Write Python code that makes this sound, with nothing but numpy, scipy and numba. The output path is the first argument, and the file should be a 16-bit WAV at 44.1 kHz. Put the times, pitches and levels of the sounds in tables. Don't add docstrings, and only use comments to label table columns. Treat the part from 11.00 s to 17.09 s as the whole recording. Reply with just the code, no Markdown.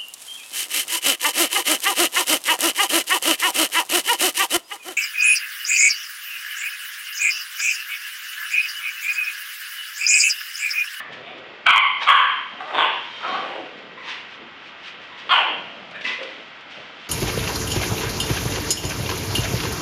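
import sys
import numpy as np
from scipy import signal
from scipy.fft import rfft, irfft
from scipy.io import wavfile
from scipy.ndimage import uniform_filter1d
from numba import njit

SR = 44100
rng = np.random.default_rng(int(sys.argv[2]) if len(sys.argv) > 2 else 0)


def wav_record(signal):
    frames = np.transpose(np.atleast_2d(signal))
    bounded = np.clip(frames, -1, 1)
    quanta = np.round(bounded * 32767).astype(np.int16)
    wavfile.write(sys.argv[1], SR, quanta)


def convert_level_to_amplitude(level_db):
    exponent = np.asarray(level_db, float) / 20
    return 10 ** exponent


N = 268569
CALL_SAMPLES = 26000
SWELL_DB = 20

# (frequency [Hz], level [dB per Hz])
TURF_TONE = [(700, -43.5), (1500, -1.5), (2600, 4), (3300, 2), (4200, -7), (5500, -12.5), (7000, -24),
             (9000, -36.5), (10500, -34), (11800, -79.5)]


def calls():
    mouth_width, muzzle_width, gape_width = 170, 162, 630
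    gape_hz = 4470
    direct, radiated = np.zeros((2, N + CALL_SAMPLES))
    for rows, shut, wide, balance in loud_calls() + far_yips():
        mouth_db, muzzle_db, gape_db, direct_db, throat_width = balance
        start, (pitch_hz, level_db, rough, jaw, sounding) = in_time(rows)
        throat, mouth, muzzle = (a + (b - a) * jaw for a, b in zip(shut, wide))
        source = larynx(pitch_hz, rough)
        bright = np.diff(source, prepend=0)

        voice = -formant(formant(source, throat, throat_width), throat, throat_width)
        voice -= convert_level_to_amplitude(mouth_db + 4.5) * formant(bright, mouth, mouth_width)
        voice += convert_level_to_amplitude(muzzle_db) * formant(bright, muzzle, muzzle_width)
        voice += convert_level_to_amplitude(gape_db) * jaw ** 2 * formant(bright, gape_hz + 0 * jaw, gape_width)
        voice += convert_level_to_amplitude(-15.5) * rough * bright

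        lips = signal.butter(6, 0.61 * np.median(throat[sounding]), "high", fs=SR, output="sos")
        voice = sounding * convert_level_to_amplitude(level_db) * evened(signal.sosfilt(lips, voice))
        end = start + len(voice)
        direct[start:end] += convert_level_to_amplitude(direct_db) * voice
        radiated[start:end] += voice
    return capsule(direct[:N]), capsule(radiated[:N])


def loud_calls():
    # (time [s], pulses [Hz], level [dB], roughness [0-1], jaw opening [0 shut, 1 open, a
    shrill_bark = [(0.654, 600, -49, 0.19, 0.35), (0.667, 702.3, -7.5, 0.47, 1.0),
                   (0.675, 628.2, -12, 0.48, 0.5), (.69, 1170, -13.5, 0.57, 0.45),
                   (.71, 1155, -13, 0.48, 0.34), (.73, 1091, -20.5, .45, 0.19), (0.768, 1070, -17, .2, 0),
                   (.87, 1065, -28, 0.45, 0.12), (.92, 1039, -62, 0.81, 0.1)]
    second_bark = [(1.062, 609, -28, 0.42, 0.97), (1.084, 570.8, -6.5, 0.38, 0.6),
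                   (1.113, 546.2, -11.5, 0.36, 0.042), (1.13, 547, -18.5, .4, .1),
                   (1.19, 532.2, -13, .3, 0.077), (1.29, 528.4, -27, 0.53, 0.26),
                   (1.34, 526, -37, 0.63, 0.8)]
    growl = [(1.725, 190.6, -37.5, 0.49, 1.0), (1.752, 176.6, -16.5, 0.49, 0.95),
             (1.769, 167.7, -24.5, 0.47, 1.0), (1.78, 161.4, -12.5, 0.37, 0.97),
             (1.821, 159.8, -15.5, 0.51, 0.44), (1.847, 156.9, -17, .45, 0),
             (1.869, 144.4, -27.5, 0.82, 0.34), (1.93, 138.6, -47, .9, 0.12)]
    moan = [(2.205, 308.7, -41.5, 0.41, 0.97), (2.25, 326.8, -29.5, 0.32, 1.2),
            (2.279, 366.1, -34, 0.18, 0.87), (2.32, 369, -32, 0.3, 0.8), (2.345, 397, -29.5, 0.21, 0.93),
            (2.39, 399.6, -36, 0.21, 1.08), (2.42, 266, -33.5, 0.53, 0.19),
            (2.55, 261.5, -32.5, 0.57, 0.29), (2.699, 222, -48, .6, 0)]
    deep_bark = [(4.289, 250.8, -25.5, 0.034, 0.66), (4.302, 314.4, -26.5, 0.11, 0.84),
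                 (4.316, 368.1, -11.5, 0.13, 0.78), (4.335, 368.5, -14, 0.51, 0.49),
                 (4.39, 303.8, -20, 0.32, 0.18), (4.42, 267.3, -21, 0.4, 0.087),
                 (4.459, 226, -35, 0.65, 0.16)]
    # (throat [Hz], mouth [Hz], muzzle [Hz])
    jaws_shut = [
        (1036, 2120, 3050),
        (1210, 1605, 3140),
        (990, 1520, 2690),
        (600, 680, 2370),
        (808, 1480, 2695),
    ]
    jaws_open = [
        (1503, 2390, 3370),
        (1233, 2380, 3370),
        (1070, 1560, 3620),
        (817, 1217, 4600),
        (1350, 1385, 3550),
    ]
    # (mouth [dB], muzzle [dB], gape [dB], direct sound [dB], throat width [Hz])
    balances = [
        (2.5, 6, -3, -1.5, 560),
        (-2.5, 0, -17, -2.5, 466),
        (-4.5, 2, -14, -1.5, 350),
        (8, -4, -14, 1.5, 260),
        (-4, 4, -2, 1.5, 313),
    ]
    courses = [shrill_bark, second_bark, growl, moan, deep_bark]
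    return list(zip(courses, jaws_shut, jaws_open, balances))


def far_yips():
    # (mouth [dB], muzzle [dB], direct sound [dB], throat width [Hz])
    pups = [
        ((1110, 1920, 3740), (1.5, 2.5, -2.5, 350)),
        ((720, 2400, 3600), (3, 7, 1.5, 350)),
        ((1030, 1700, 3831), (2.5, 3, 1.8, 670)),
        ((744, 1160, 2100), (3.5, -7, 1.5, 199)),
        ((1300, 2120, 2970), (-4, -5, -10, 395)),
        ((1740, 2420, 3800), (-3.5, -5, 3.5, 303)),
        ((2004, 2600, 2850), (-1, 1.5, -1, 216)),
        ((530, 1300, 2080), (-12, -16, 3.5, 146)),
        ((1030, 1730, 2200), (5, -6, 0, 350)),
    ]
    # (peak time [s], peak level [dB], rise [s], fall [s], pulses [Hz])
    yips_by_pup = [
        [(2.978, -33.5, .008, 0.041, 990), (3.09, -33, 0.077, .07, 955), (4.13, -40.5, 0.048, 0.16, 985),
         (4.24, -61, .08, .01, 920), (5.06, -33, .02, .2, 968)],
        [(.28, -39.5, 0.083, 0.14, 735)],
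        [(1.02, -27, 0.018, 0.1, 489)],
        [(1.606, -25.5, 0.0073, 0.058, 354), (1.715, -27.5, 0.073, 0.033, 294)],
        [(3.871, -54, 0.047, .12, 690)],
        [(4.957, -32, .02, 0.055, 414), (5.012, -36, .04, 0.049, 416), (5.74, -63, .12, 0.21, 801)],
        [(5.052, -19, .01, 0.026, 972), (5.09, -44, 0.015, 0.11, 948)],
        [(5.222, -33.5, 0.044, 0.049, 495)],
        [(.001, -27.5, 0.011, 0.046, 584)],
    ]
    sag, rough_start, rough_peak, rough_end = 0.95, 0.22, 0.46, 0.73
    out = []
    for (tract, (mouth_db, muzzle_db, *rest)), yips in zip(pups, yips_by_pup):
        for s, db, rise, fall, hz in yips:
            rows = [(s - rise, hz, db - SWELL_DB, rough_start, 0),
                    (s, hz, db, rough_peak, 0),
                    (s + fall, sag * hz, db - SWELL_DB, rough_end, 0)]
            out.append((rows, tract, tract, (mouth_db, muzzle_db, 0, *rest)))
    return out


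def in_time(rows):
    s, *columns = np.transpose(rows)
    start = int(max(s[0], 0) * SR)
    t = (start + np.arange(CALL_SAMPLES)) / SR
    return start, [np.interp(t, s, c) for c in columns] + [t < s[-1]]


def larynx(pitch_hz, rough, breath=.9):
    jitter, shimmer_db = .25, 6.0
    count = len(pitch_hz)
    rough = np.clip(rough, 0, 1)
    cycles = np.cumsum(pitch_hz * np.exp(jitter * rough * drift(250, count))) / SR
    closure = np.diff(np.floor(cycles), prepend=0) * np.sqrt(SR / pitch_hz)
    puff = np.exp(-2.5 * (cycles % 1)) * rng.standard_normal(count)
    return closure * convert_level_to_amplitude(shimmer_db * rough * drift(380, count)) + breath * 2 * rough * puff


def formant(x, hz, width_hz):
    return resonate(x, 2 * np.pi * hz / SR, np.exp(-np.pi * width_hz / SR))


@njit
def resonate(x, turn, r):
    y = np.zeros(len(x) + 2)
    for i in range(len(x)):
        y[i + 2] = (1 - r) * np.sin(turn[i]) * x[i] + 2 * r * np.cos(turn[i]) * y[i + 1] - r * r * y[i]
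    return y[2:]


def evened(x):
    return x / np.sqrt(uniform_filter1d(x ** 2, size=1300) + 1e-12)


def capsule(x):
    knee_hz = 3304
    steep = signal.cheby2(3, 24, 1.454 * knee_hz, fs=SR, output="sos")
    gentle = signal.butter(3, 5200, fs=SR, output="sos")
    return signal.sosfilt(np.vstack([steep, gentle]), x + 1e-18)


def grumble():
    # (peak time [s], peak level [dB], rise [s], fall [s], throat [Hz])
    grumbles = [(.095, -36, .01, 0.13, 630), (.212, -36.5, 0.16, 0.11, 545.7), (.358, -39, .2, 0.59, 544),
                (1.53, -39.5, 0.026, 1, 760), (1.76, -22.5, 0.069, 0.24, 733), (1.9, -37, 0.11, 0.18, 630),
                (2.29, -32, 0.14, 1, 574), (2.6, -30, 0.24, 0.13, 560), (3.15, -53, .8, .8, 530),
                (3.42, -40, .09, 0.12, 477), (4.0, -46, 0.15, .2, 503), (4.27, -40, 0.079, 0.37, 544),
                (4.5, -33.5, 0.34, 0.61, 600), (4.8, -40, .5, .5, 710), (5.11, -38.5, 1, 0.14, 550),
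                (5.214, -36, 0.058, 0.31, 574), (5.388, -37, 0.022, .1, 624),
                (5.774, -36.5, 0.018, 0.13, 600), (6.09, -50, 1, .1, 600)]
    s, *_, throat_hz = np.transpose(grumbles)
    chest = 237 * convert_level_to_amplitude(2.6 * drift(1.5, N))
    throat = np.interp(np.arange(N) / SR, s, throat_hz)
    source = larynx(110 * convert_level_to_amplitude(1.3 * drift(3, N)), np.full(N, .95), breath=2.06)
    voice = formant(formant(source, chest, 150), chest, 170)
    voice = voice - convert_level_to_amplitude(5.0) * formant(formant(source, throat, 270), throat, 310)
    voice = signal.sosfilt(signal.butter(3, 130, "high", fs=SR, output="sos"), voice)
    return convert_level_to_amplitude(-4.5) * swells(grumbles) * evened(voice)


def rustle():
    # (peak time [s], peak level [dB], rise [s], fall [s])
    brushes = [(0.0, -49.5, .01, 0.02), (.128, -51.5, 0.024, 0.14), (.386, -60, .01, 0.056),
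               (1.03, -36.5, 0.032, 0.069), (1.77, -52.5, 0.53, .3), (2.35, -50, 1.3, 0.64),
               (2.78, -57, .05, .15), (3.1, -41, 0.086, .16), (3.35, -54.5, 0.23, 0.054),
               (3.68, -54.5, .15, 0.071), (3.88, -45.5, 0.096, 0.072), (4.02, -54.5, 0.033, 0.26),
               (4.19, -50, 0.054, 0.18), (4.36, -45.5, 0.17, 0.21), (4.576, -59, 0.055, 2.5),
               (5.072, -37.5, 0.056, 0.18), (5.232, -51, .01, 0.57), (5.718, -51.5, .05, 0.46),
               (6.074, -52.5, 0.36, .03)]
    happens = rng.random(N) < 6000 / SR
    strength = convert_level_to_amplitude(0.99 * np.minimum(rng.exponential(1, N), 5))
    flicks = happens * strength * rng.choice([-1, 1], N)
    return convert_level_to_amplitude(11) * swells(brushes) * coloured(flicks, TURF_TONE)


def snags():
    # (time [s], peak level [dB])
    catches = [
        (0.131, -42.5),
        (0.381, -48),
        (2.279, -38),
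        (4.9115, -42),
        (4.958, -54),
        (5.011, -38),
        (5.044, -33),
        (5.23, -34.5),
        (5.6094, -46),
        (5.71, -46),
    ]
    strikes = np.zeros(N)
    for s, db in catches:
        strikes[round(s * SR)] = convert_level_to_amplitude(db + 4)
    fade = convert_level_to_amplitude(-60 / (.09 * SR))
    return signal.lfilter([1], [1, -fade], strikes) * coloured(rng.standard_normal(N), TURF_TONE)


def toy():
    # (peak time [s], peak level [dB], rise [s], fall [s])
    bites = [
        (1.02, [(1.015, -44, .016, .14)]),
        (1.0005, [(2.14, -46, .03, .6), (2.23, -45, .4, .2), (2.31, -39.5, .2, .25), (2.41, -44, .4, .12)]),
    ]
    # (frequency [Hz], level [dB])
    reed_tones = [(1335, -6), (2239, -3), (3145, 8), (3713, -1), (4081, -9), (4610, -11), (5443, -18),
                  (5770, -23), (6640, -26), (7000, -28), (8130, -34)]
    out = np.zeros(N)
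    for ratio, pushes in bites:
        phase = 2 * np.pi * ratio * np.arange(N) / SR
        whistle = sum(convert_level_to_amplitude(db + 2 * drift(40, N)) * np.sin(hz * phase) for hz, db in reed_tones)
        out += swells(pushes) * whistle
    return out


def swells(rows):
    t, level_db = np.arange(N) / SR, -150
    for s, db, rise, fall, *_ in rows:
        away = np.where(t < s, (s - t) / abs(rise), (t - s) / abs(fall))
        level_db = np.maximum(level_db, db - SWELL_DB * away)
    return uniform_filter1d(convert_level_to_amplitude(level_db), size=200)


def drift(rate, count):
    r = np.exp(-2 * np.pi * rate / SR)
    wander = signal.lfilter([1], [1, -2 * r, r * r], rng.standard_normal(count + 8000))
    return rms_one(wander[8000:])


def coloured(x, spectrum):
    hz, level_db = np.transpose(spectrum)
    bins = np.log(np.arange(N // 2 + 1) * SR / N + 1)
    gain = convert_level_to_amplitude(np.interp(bins, np.log(hz), level_db, left=-90, right=-90))
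    return rms_one(irfft(rfft(x) * gain, N))


def rms_one(x):
    return x / np.sqrt(np.mean(x ** 2) + 1e-20)


def room(x):
    # (band centre [Hz], time to fall 60 dB [s])
    decays = [(150, 0.45), (500, 0.38), (1200, 0.63), (3000, 0.78), (6000, 0.18)]
    rise_s = 0.011
    t, tail = np.arange(SR) / SR, 0
    hz, t60 = np.transpose(decays)
    edges = np.r_[40, np.sqrt(hz[1:] * hz[:-1]), 14000]
    for low, high, decay in zip(edges, edges[1:], t60):
        band_filter = signal.butter(2, [low, high], "band", fs=SR, output="sos")
        tail = tail + signal.sosfilt(band_filter, rng.standard_normal(SR)) * convert_level_to_amplitude(-60 * t / decay)
    tail = tail * (1 - np.exp(-(t / rise_s) ** 2))
    tail = tail / np.sqrt(np.sum(tail ** 2)) * np.sqrt(3.0)
    return signal.fftconvolve(x, tail)[:N]


def air():
    # (frequency [Hz], level [dB per Hz])
    wash_tone = [(20, -45), (50, -16.5), (106, -8), (270, -1), (500, -3), (1000, 1), (2090, 0), (3200, 0),
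                 (4000, -11), (5000, -16.5), (6300, -28.5), (7550, -33), (7800, -47), (11500, -44.5)]
    # (frequency [Hz], level [dB rms])
    overtones = [(958.2, -79), (1200, -60.5), (1319, -56), (1437, -60), (1561, -59), (1680, -70.5),
                 (1922, -54.5), (2040, -59.5), (2159, -58.5), (2401, -81), (2638, -57), (3241, -72.5)]
    t = np.arange(N) / SR
    hum = np.zeros(N)
    for hz, db in overtones:
        strength = np.sqrt(2) * convert_level_to_amplitude(db + 1.1 * drift(1.3, N))
        hum += strength * np.sin(2 * np.pi * (hz * t + rng.random()))
    return convert_level_to_amplitude(-43 + 0.38 * drift(7.5, N)) * coloured(rng.standard_normal(N), wash_tone) + hum


def scene():
    direct, radiated = calls()
    near = grumble() + rustle() + snags() + toy()
    echo = room(convert_level_to_amplitude(-2.5) * radiated + convert_level_to_amplitude(-16.5) * near)
    return (convert_level_to_amplitude(7.5) * direct + near + echo + air())[None]


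def roll_off(x):
    return signal.sosfilt(signal.butter(12, 15760, fs=SR, output="sos"), x)


def record(dry):
    overload = .705
    duck_db, duck_s, duck_from = 3.0, .04, .14
    picked_up = signal.sosfilt(signal.butter(6, 9700, fs=SR, output="sos"), dry)
    clipped = np.clip(picked_up, -overload, overload)
    lag = np.exp(-1 / (duck_s * SR))
    power = signal.lfilter([(1 - lag) ** 2], [1, -2 * lag, lag ** 2], clipped ** 2)
    loudness = np.sqrt(power + 1e-12)
    duck = np.clip(loudness / duck_from - 1, 0, 1)
    return roll_off(clipped * convert_level_to_amplitude(-duck_db * duck))


dry = scene()
out = record(dry)
wav_record(out)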